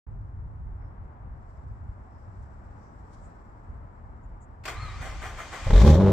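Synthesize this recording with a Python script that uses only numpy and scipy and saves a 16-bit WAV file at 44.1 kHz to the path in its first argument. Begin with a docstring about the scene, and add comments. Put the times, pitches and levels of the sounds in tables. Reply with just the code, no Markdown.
"""A sports car starts up

The car stands in an open brick garage, heard from low on the driveway. Wind rumbles over far traffic.
The starter motor clacks in, whines, and rattles its gears each time a piston has squeezed its air.
Then the six-cylinder engine catches with a few separate thuds and flares up to a loud drone:
each firing thumps, rings the tailpipes and lets out a puff of gas."""
import sys
import numpy as np
from scipy import signal
from scipy.fft import rfft, irfft
from scipy.io import wavfile

SR = 44100
rng = np.random.default_rng(int(sys.argv[2]) if len(sys.argv) > 2 else 0)


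def log_audio(samples):
    """Write samples as a 16-bit WAV file to the path given in sys.argv[1]."""
    # one column per channel
    frames = np.atleast_2d(samples).T
    # limit to full scale, then quantise
    limited = np.clip(frames, -1, 1)
    pcm = np.round(limited * 32767).astype(np.int16)
    wavfile.write(sys.argv[1], SR, pcm)


N = 269892
T = np.arange(N) / SR


def amp(db):
    """Turns decibels into a number to multiply by."""
    return 10 ** (np.asarray(db) / 20)


def evened(x):
    """Scales a signal to an average size (rms) of 1."""
    return x / np.sqrt(np.mean(x ** 2) + 1e-20)


def at_pitch(table, hz):
    """Looks up a value between the rows of a table of pitches."""
    pitches, values = np.transpose(table)
    return np.interp(np.log(hz + 1), np.log(pitches + 1), values)


def curves(table):
    """Joins the rows of a table of times into one curve per column."""
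    times, *columns = np.transpose(table)
    return [np.interp(T, times, column) for column in columns]


def during(start, end, fade_s=0.024):
    """Fades from 0 to 1 at the start and back at the end."""
    return np.clip((T - start) / fade_s, 0, 1) * np.clip((end - T) / fade_s, 0, 1)


def blows(table, rise_s):
    """The loudness of hits that rise quickly and die away."""
    ages = [(np.maximum(T - s, 0), db, decay) for s, db, decay in table]
    return sum(amp(db) * (1 - np.exp(-age / rise_s)) * np.exp(-age / decay) for age, db, decay in ages)


def wander(hz):
    """A random wobble of size 1, up to about hz times a second."""
    f = np.fft.rfftfreq(N, 1 / SR)
    return evened(irfft(rfft(rng.standard_normal(N)) * np.exp(-(f / hz) ** 2), N))


def colour(x, tone, bumps=(), size=8192):
    """Shapes the tone and adds narrow peaks and dips; white noise keeps its overall power."""
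    hz = np.fft.rfftfreq(size, 1 / SR)
    db = at_pitch(tone, hz) + sum(gain / (1 + (2 * (hz - f) / width) ** 2) for f, width, gain in bumps)
    # build a filter that rings only after a hit, never before
    cepstrum = irfft(np.log(amp(np.maximum(db, -100))))
    taps = irfft(np.exp(rfft(2 * cepstrum[:size // 2], size)))[:size // 2]
    return signal.oaconvolve(x, taps[None] / np.linalg.norm(taps), axes=1)[:, :N]


def lifted(x, treble_db):
    """Turns the treble above 3 kHz up or down."""
    low = signal.sosfiltfilt(signal.butter(2, 3000, fs=SR, output="sos"), x)
    return low + (x - low) * amp(treble_db)


def pair(x, likeness):
    """Blends two unrelated channels so that they are alike in the bass."""
    a, b = rfft(x)
    angle = np.arccos(np.clip(at_pitch(likeness, np.linspace(0, SR / 2, len(a))), -1, 1)) / 2
    middle, side = a * np.cos(angle), b * np.sin(angle)
    return irfft([middle + side, middle - side], x.shape[1])


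# How alike left and right are, for the car and the open air: pitch_hz, likeness (1 = the same)
CAR_LIKENESS = [(100, 0.93), (600, 0.92), (1400, 0.77), (3000, 0.56), (6000, 0), (15000, 0)]
AIR_LIKENESS = [(130, 0.82), (290, 1), (640, 0.52), (1390, 0.22), (3000, 0.32), (6700, 0)]
def noise(likeness):
    """White noise at the two microphones."""
    return pair(rng.standard_normal((2, N)), likeness)


# How long the echo takes to fall by 60 dB: pitch_hz, fade_s
ECHO_TIMES = [(100, 1), (500, 0.47), (2000, 0.14), (6000, 0.24), (15000, 0.21)]
def garage(x, echo_db, size=32768):
    """Brick walls add dense echoes; the bass lasts longest."""
    hz, t, bands = signal.stft(rng.standard_normal((2, size)), SR, nperseg=256)
    fade = amp(-60 * t / at_pitch(ECHO_TIMES, hz)[:, None]) * (t > .004)
    tail = signal.istft(bands * fade, SR, nperseg=256)[1]
    tail = pair(tail / np.linalg.norm(tail[0]), CAR_LIKENESS)
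    echoes = signal.fftconvolve(x[:1], tail, axes=1)[:, :N]
    return (x + amp(echo_db) * echoes) / np.hypot(1, amp(echo_db))


# Tone of the outdoor hiss: pitch_hz, level_db
HISS_TONE = [(1500, -17.5), (3000, 1.5), (5500, 10), (6500, 4), (7600, 13), (9500, -11.5), (15000, -9)]
# Its loudness: time_s, level_db
HISS_LEVELS = [(.07, -90), (1.25, -91), (1.52, -82), (1.85, -86), (2.2, -82), (3.25, -79), (3.9, -86.5),
               (4.55, -87.5)]
LEFTWARDS = np.array([[.5], [-.5]])  # half up on the left, half down on the right
def thin_hiss(left_db=2.5):
    """A thin, high hiss flickers in the open air."""
    level_db, = curves(HISS_LEVELS)
    hiss = colour(noise(AIR_LIKENESS), HISS_TONE)
    return hiss * amp(level_db + 1.2 * wander(30) + left_db * LEFTWARDS)


# Ticks and chirps outdoors: peak_s, level_db, pitch_hz, width_hz, length_s
FAINT_TICKS = [(0.83, -66, 1690, 700, 0.028), (0.855, -86, 5300, 400, .09), (2.177, -83, 5300, 700, 0.11),
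               (2.43, -77, 6600, 3000, .012), (2.852, -77.5, 5700, 1600, 0.1),
               (3.14, -69.5, 6000, 5000, 0.02), (3.187, -77, 5500, 5000, 0.12),
               (3.255, -71, 7500, 1200, 0.044), (4.245, -79, 7100, 1000, .02),
               (4.43, -67.5, 7300, 1300, 0.027)]
def ticks():
    """Short, faint, high specks of noise."""
    hz, white, out = np.fft.rfftfreq(N, 1 / SR), rfft(noise(AIR_LIKENESS)), 0
    for s, db, pitch, width, length in FAINT_TICKS:
        band = evened(irfft(white * np.exp(-2 * ((hz - pitch) / width) ** 2), N))
        out = out + amp(db) * band * np.exp(-2 * ((T - s) / length) ** 2)
    return out


# Tone of the far road: pitch_hz, level_db
ROAD_TONE = [(90, -10.5), (190, 2.5), (300, -3.5), (480, -7), (900, -2), (1500, -11.5), (2000, -19.5),
             (2700, -34), (4000, -43), (8000, -63)]
# Its loudness: time_s, level_db
ROAD_LEVELS = [(.07, -56), (.7, -56.5), (.87, -53.5), (1.85, -54), (3.1, -52), (4.55, -54.5)]
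def traffic(left_db=1.0, lag_s=0.00039):
    """Far traffic swells and fades off to the left, so it reaches the right side later."""
    level_db, = curves(ROAD_LEVELS)
    left, right = colour(noise(AIR_LIKENESS), ROAD_TONE) * amp(level_db + .5 * wander(17))
    return np.array([left, np.roll(right, round(lag_s * SR))]) * amp(left_db * LEFTWARDS)


# The starter's gear bites, is outrun by the engine, then drops out.
ENGAGE_S, OVERRUN_S, RELEASE_S = 4.677, 5.71, 5.95

# Tone of moving air: pitch_hz, level_db
RUMBLE_TONE = [(8.8, -51.5), (15, -10.5), (43, 5.5), (76, 3.5), (116, -0.5), (169, -15.5), (281, -29),
               (320, -33.5), (413, -31), (450, -39), (580, -51), (990, -120)]
# Gusts of wind: peak_s, level_db, half_length_s
GUSTS = [(.48, -40, 0.32), (1.803, -44, 0.16), (2.423, -43.5, 0.073), (3.207, -52.5, .1),
         (3.728, -43, 0.052), (4.296, -44.5, 0.16)]
def wind(breeze_db=-43.5, drop_db_per_s=1.26, wobble_db=2.07):
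    """Gusts rumble over a dying breeze, heard until the starter bites."""
    breeze = amp(breeze_db - drop_db_per_s * T)
    gusts = sum(amp(db) * np.exp(-((T - s) / length) ** 2) for s, db, length in GUSTS)
    rumble = colour(noise(AIR_LIKENESS), RUMBLE_TONE)
    return rumble * (breeze + gusts) * amp(wobble_db * wander(8)) * during(0, ENGAGE_S)


# Air pumped out by the pistons: time_s, level_db
PUMPED_AIR = [(4.58, -47.5), (4.8, -38.5), (5.08, -36), (5.58, -46.5), (5.66, -35)]
def throb(load, swing_db=1.5, end_s=5.72):
    """Unburnt air throbs out of the tailpipes between squeezes."""
    level_db, = curves(PUMPED_AIR)
    air = colour(noise(AIR_LIKENESS), RUMBLE_TONE)
    return air * amp(level_db - swing_db * load) * during(PUMPED_AIR[0][0], end_s)


# Tone of the motor's brushes and gears: pitch_hz, level_db
WHIRR_TONE = [(120, -22.5), (200, -13), (444, -11), (951, -2.5), (1230, -3.5), (1580, -4.5), (2110, -4),
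              (2670, -13), (3510, -15), (4200, -19.5), (4520, -19.5), (7370, -19), (9670, -35.5),
              (15200, -58)]
# Narrow peaks and dips that make the whirr, rattle and clack sound metallic: pitch_hz, width_hz, gain_db
METALLIC_TONE = [(763, 40, 7), (1050, 26, 5), (1203, 30, 5.5), (1540, 40, 1), (2040, 19, 2.5),
                 (2064, 15, 8.5), (2400, 150, 6), (2880, 250, 2), (3220, 51, 7), (3600, 87, 4.5),
                 (4330, 70, 9.5), (4760, 51, 9), (6480, 95, -13.5), (6870, 95, -9), (8050, 100, 3)]
def whirr(speed, base_db=-51, slow_boost_db=7, overrun_boost_db=6.5):
    """Brushes and gears whirr: brighter with speed, louder at first and again when outrun."""
    slow = np.exp(-np.maximum(T - ENGAGE_S, 0) / 0.27)
    overrun = np.clip(1 + (T - OVERRUN_S) / 0.3, 0, 1)
    level_db = base_db + slow_boost_db * slow + overrun_boost_db * overrun
    gears = lifted(colour(noise(CAR_LIKENESS), WHIRR_TONE, METALLIC_TONE), treble_db=-0.5 + 12 * speed)
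    return gears * amp(level_db) * during(ENGAGE_S, RELEASE_S)


# Tones of the gears: multiple of the rate at which teeth meet, level_db
GEAR_TONES = [(1, 0), (5 / 3, -8), (2, -14), (10 / 3, -9)]
# The whine peaks in the first heavy stroke and fades as the engine turns freely: time_s, level_db
WHINE_LEVELS = [(4.68, -52), (4.8, -43), (4.88, -47.5), (4.96, -49), (5.0, -61)]
def whine(speed, load, start_hz=1047, top_hz=1795, sag=.09, squeal_from_s=4.94, squeal_db=-62.5):
    """Gear tones climb with the motor's speed and sag each time a piston squeezes."""
    tooth_hz = (start_hz + (top_hz - start_hz) * speed) * (1 - sag * load)
    level_db, = curves(WHINE_LEVELS)
    turns = np.cumsum(tooth_hz * (1 + .008 * wander(150))) / SR
    tones = evened(sum(amp(db) * np.sin(2 * np.pi * k * turns) for k, db in GEAR_TONES)) * amp(level_db)
    # chattering brushes smear a high squeal, which grows under load
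    squeal_turns = np.cumsum(13 / 3 * tooth_hz * (1 + .024 * wander(405))) / SR
    squeal = np.sqrt(2) * np.sin(2 * np.pi * squeal_turns) * amp(squeal_db + 4.5 * load)
    tones += squeal * during(squeal_from_s, OVERRUN_S)
    flutter = evened(amp(4 * wander(90)))  # the load on the teeth flutters
    return np.tile(tones * flutter * during(ENGAGE_S, OVERRUN_S), (2, 1))


# A magnet slams the starter's small gear home: start_s, level_db, decay_s
CLACK_HITS = [(4.636, -43, 0.019), (4.6525, -23.5, 0.0078), (4.677, -26, 0.012)]
# Tone of those hits: pitch_hz, level_db
CLACK_TONE = [(88, -41), (150, -17), (402, -12.5), (677, -12.5), (761, -4.5), (941, -15), (1040, -5),
              (1440, -1), (1590, -7), (2430, -7), (3930, -19), (7440, -17), (9760, -31), (15200, -30)]
def clack(teeth):
    """The gear strikes home with a metallic clack."""
    return colour(teeth * blows(CLACK_HITS, rise_s=.0025), CLACK_TONE, METALLIC_TONE)


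# Each moment a piston finishes squeezing its air: start_s, rattle_db
PISTON_STROKES = [(4.814, -51), (5.01, -39.5), (5.213, -39), (5.371, -40), (5.519, -38.5), (5.64, -45)]
# Tone of rattling teeth: pitch_hz, level_db
RATTLE_TONE = [(88, -38), (150, -14), (243, -8.5), (592, 0), (732, 2), (941, -4.5), (1020, 1), (1820, 0),
               (2000, 1.5), (2670, -15.5), (3180, -9), (4500, -25), (7300, -14), (11400, -32.5),
               (15200, -28)]
def rattle(teeth, bite_db=-32.5, bite_decay_s=0.029, rise_s=.005, hold_share=0.27, fade_share=0.29):
    """Teeth rattle as they bite, then whenever the load lets go; quicker strokes give shorter rattles."""
    times, levels = np.transpose(PISTON_STROKES)
    loudness = blows([(ENGAGE_S, bite_db, bite_decay_s)], rise_s)
    for s, db, stroke_s in zip(times, levels, np.gradient(times)):
        age = np.maximum(T - s, 0)
        fade = np.exp(-np.maximum(age / stroke_s - hold_share, 0) / fade_share)
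        loudness += amp(db) * (1 - np.exp(-age / rise_s)) * fade
    return colour(teeth * loudness, RATTLE_TONE, METALLIC_TONE)


def starter(spin_up_s=.75, uneven_db=3.5):
    """An electric motor gathers speed as it turns the engine against the squeeze of each piston."""
    speed = 1 - np.exp(-np.maximum(T - ENGAGE_S, 0) / spin_up_s)
    times = [s for s, db in PISTON_STROKES]
    strokes = np.interp(T, [ENGAGE_S] + times, np.append(-.5, np.arange(len(times))))
    load = -np.cos(2 * np.pi * strokes)  # 1 in mid squeeze, -1 as it lets go
    tones, gears = whine(speed, load), whirr(speed)
    teeth = noise(CAR_LIKENESS) * evened(amp(uneven_db * np.tanh(wander(430))))  # teeth hit unevenly
    return (throb(load) + gears + garage(tones, echo_db=-1)
            + garage(rattle(teeth), echo_db=-4.5) + garage(clack(teeth), echo_db=-1.5))


# Tone of the exhaust's silencer: pitch_hz, level_db
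SILENCER_TONE = [(60, -2), (90, 20.5), (140, 3), (200, 7.5), (230, 0), (265, -31), (300, -26.5), (390, -4),
                 (470, -29), (650, -30.5)]
def drone(firings, rate, note_db, boom_db, uneven_db=-18):
    """The firing note and its overtones boom; unequal rows of cylinders add tones in between."""
    multiples = np.arange(3, 13)[:, None] / 2
    weights = amp(at_pitch(SILENCER_TONE, multiples * rate) + uneven_db * (multiples % 1 > 0))
    boom = (weights * np.cos(2 * np.pi * multiples * firings)).sum(0) / np.linalg.norm(weights, axis=0)
    return -np.sqrt(2) * (amp(note_db) * np.cos(2 * np.pi * firings) + amp(boom_db) * boom)


# Ringing of the tailpipes and the space behind the car: pitch_hz, width_hz, level_db
PIPE_RINGS = [(292, 18.6, 2.5), (353.6, 20.4, 7), (389, 15, 5), (425, 19, 8), (476, 22, 1.5),
              (525, 22, 4.5), (546, 54, 7.5), (603, 17, -3), (640, 10, -6), (720, 66, -7.5), (807, 14, 6.5),
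              (842, 11, -5.5), (935, 21, -36), (1006, 12, -21), (1055, 21.3, -23), (1110, 9.2, -24.5),
              (1300, 33, -29)]
def tailpipes(push):
    """Each push of gas rings the pipes with a bark; the deep bass is cut away."""
    t = T[:SR // 4]
    ring = sum(amp(db) * width * np.exp(-np.pi * width * t) * np.sin(2 * np.pi * hz * t)
               for hz, width, db in PIPE_RINGS)
    bark = signal.oaconvolve(push, ring[None] / np.linalg.norm(ring), axes=1)[:, :N]
    return signal.sosfilt(signal.butter(4, 270, "high", fs=SR, output="sos"), bark)


# Force of the burning fuel (weak start, catch, slack moment, flare): time_s, level_db
BURN_FORCE = [(5.66, -15), (5.72, -10.5), (5.74, -0.5), (5.9, -1), (5.96, -5), (6.06, -1), (6.12, -3.5)]
# The exhaust at full force: firings_per_s, note_db, boom_db, bark_db, hiss_db, treble_db
EXHAUST_MIX = [(30.6, -10, -13.5, -21, -41, -12), (51, -10, -26, -33, -29.5, -7.5),
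               (65.5, -17.5, -14, -23, -39, -1), (75.3, -10.5, -18.5, -22.5, -35.5, -1),
               (96.7, -18, -14, -20, -38.5, -10)]
def exhaust_levels(rate):
    """A harder burn makes the exhaust louder; speed sets its mix and its treble."""
    force_db, = curves(BURN_FORCE)
    rates, *columns = np.transpose(EXHAUST_MIX)
    *layers, treble_db = [np.interp(rate, rates, column) for column in columns]
    return [db + force_db for db in layers] + [treble_db]


# Speed of the engine: time_s, firings_per_s
ENGINE_SPEED = [(5.669, 25.9), (5.72, 34.5), (5.77, 47), (5.81, 54), (5.84, 66), (5.88, 76), (5.95, 77),
                (6.0, 97.6), (6.05, 96.8), (6.12, 98)]
# Strength of each cylinder, in firing order: level_db
CYLINDER_LEVELS = [0.5, -4.5, 0.5, -1, -0.5, 0]
# The first doses of fuel to light crack out one by one: start_s, level_db, decay_s
FIRST_POPS = [(5.668, -31, .005), (5.7045, -13, .004), (5.7335, -15, .005), (5.759, -18, .005)]
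# Tone of the escaping gas: pitch_hz, level_db
GAS_TONE = [(590, -15), (1000, -5.5), (1100, 0), (1240, -17.5), (1730, -11), (2790, -22), (3050, -13.5),
            (3660, -9), (5040, -18), (5460, -14.5), (7260, -19), (9220, -32), (15200, -33)]
def engine(puff_s=0.013, wobble_db=2.0, leak=0.47, noise_share=.42, crack_db=-9):
    """Each firing thumps, rings the tailpipes and lets out a puff of gas."""
    rate, = curves(ENGINE_SPEED)
    note_db, boom_db, bark_db, hiss_db, treble_db = exhaust_levels(rate)
    firings = np.cumsum(rate) / SR
    firings -= np.interp(ENGINE_SPEED[0][0], T, firings)  # count from the first firing
    running = np.clip((T - BURN_FORCE[0][0]) / 0.015, 0, 1)
    count = np.floor(firings).astype(int)
    cylinder_db = np.take(CYLINDER_LEVELS, count, mode="wrap")  # unequal cylinders make it growl
    force = evened(amp(cylinder_db + wobble_db * wander(41))) * running
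    pulses = np.diff(count, prepend=count[0]) * np.sqrt(SR / rate)
    # puffs stand apart at low speed and merge as the engine flares
    puffs = leak + np.exp(-(firings % 1) / rate / puff_s)
    pops = blows(FIRST_POPS, rise_s=0.0014)
    push = np.sqrt(1 - noise_share) * pulses + np.sqrt(noise_share) * puffs * noise(CAR_LIKENESS)
    bark = tailpipes(push * force * amp(bark_db) + pops * noise(CAR_LIKENESS))
    flow = puffs * force * amp(hiss_db) + pops * amp(crack_db)
    gas = lifted(colour(noise(CAR_LIKENESS) * flow, GAS_TONE), treble_db)
    body = np.tile(drone(firings, rate, note_db, boom_db) * running, (2, 1))
    return garage(body, echo_db=-12) + garage(bark, echo_db=-7) + garage(gas, echo_db=-6)


def scene():
    """The open air and the car."""
    return wind() + traffic() + thin_hiss() + ticks() + starter() + engine()


# How much louder the left microphone is than the right: pitch_hz, boost_db
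LEFT_BOOST = [(90, 0), (250, .8), (700, 1), (1300, 2.3), (4000, 2), (8000, 4), (14000, 7)]
def record(dry, hiss_db=-94, start_s=0.065, top_hz=15450):
    """Two microphones, the left brighter, hiss faintly, start after a moment and lose the top treble."""
    left_db = at_pitch(LEFT_BOOST, np.fft.rfftfreq(2 * N, 1 / SR))
    heard = irfft(rfft(dry, 2 * N) * amp(left_db * LEFTWARDS))[:, :N]
    heard += amp(hiss_db) * rng.standard_normal((2, N))
    heard *= np.clip((T - start_s) / 0.0041, 0, 1)
    treble_cut = signal.firwin(511, top_hz, window=("kaiser", 9), fs=SR)
    return signal.oaconvolve(heard, treble_cut[None], "same")


dry = scene()
out = record(dry)
log_audio(out)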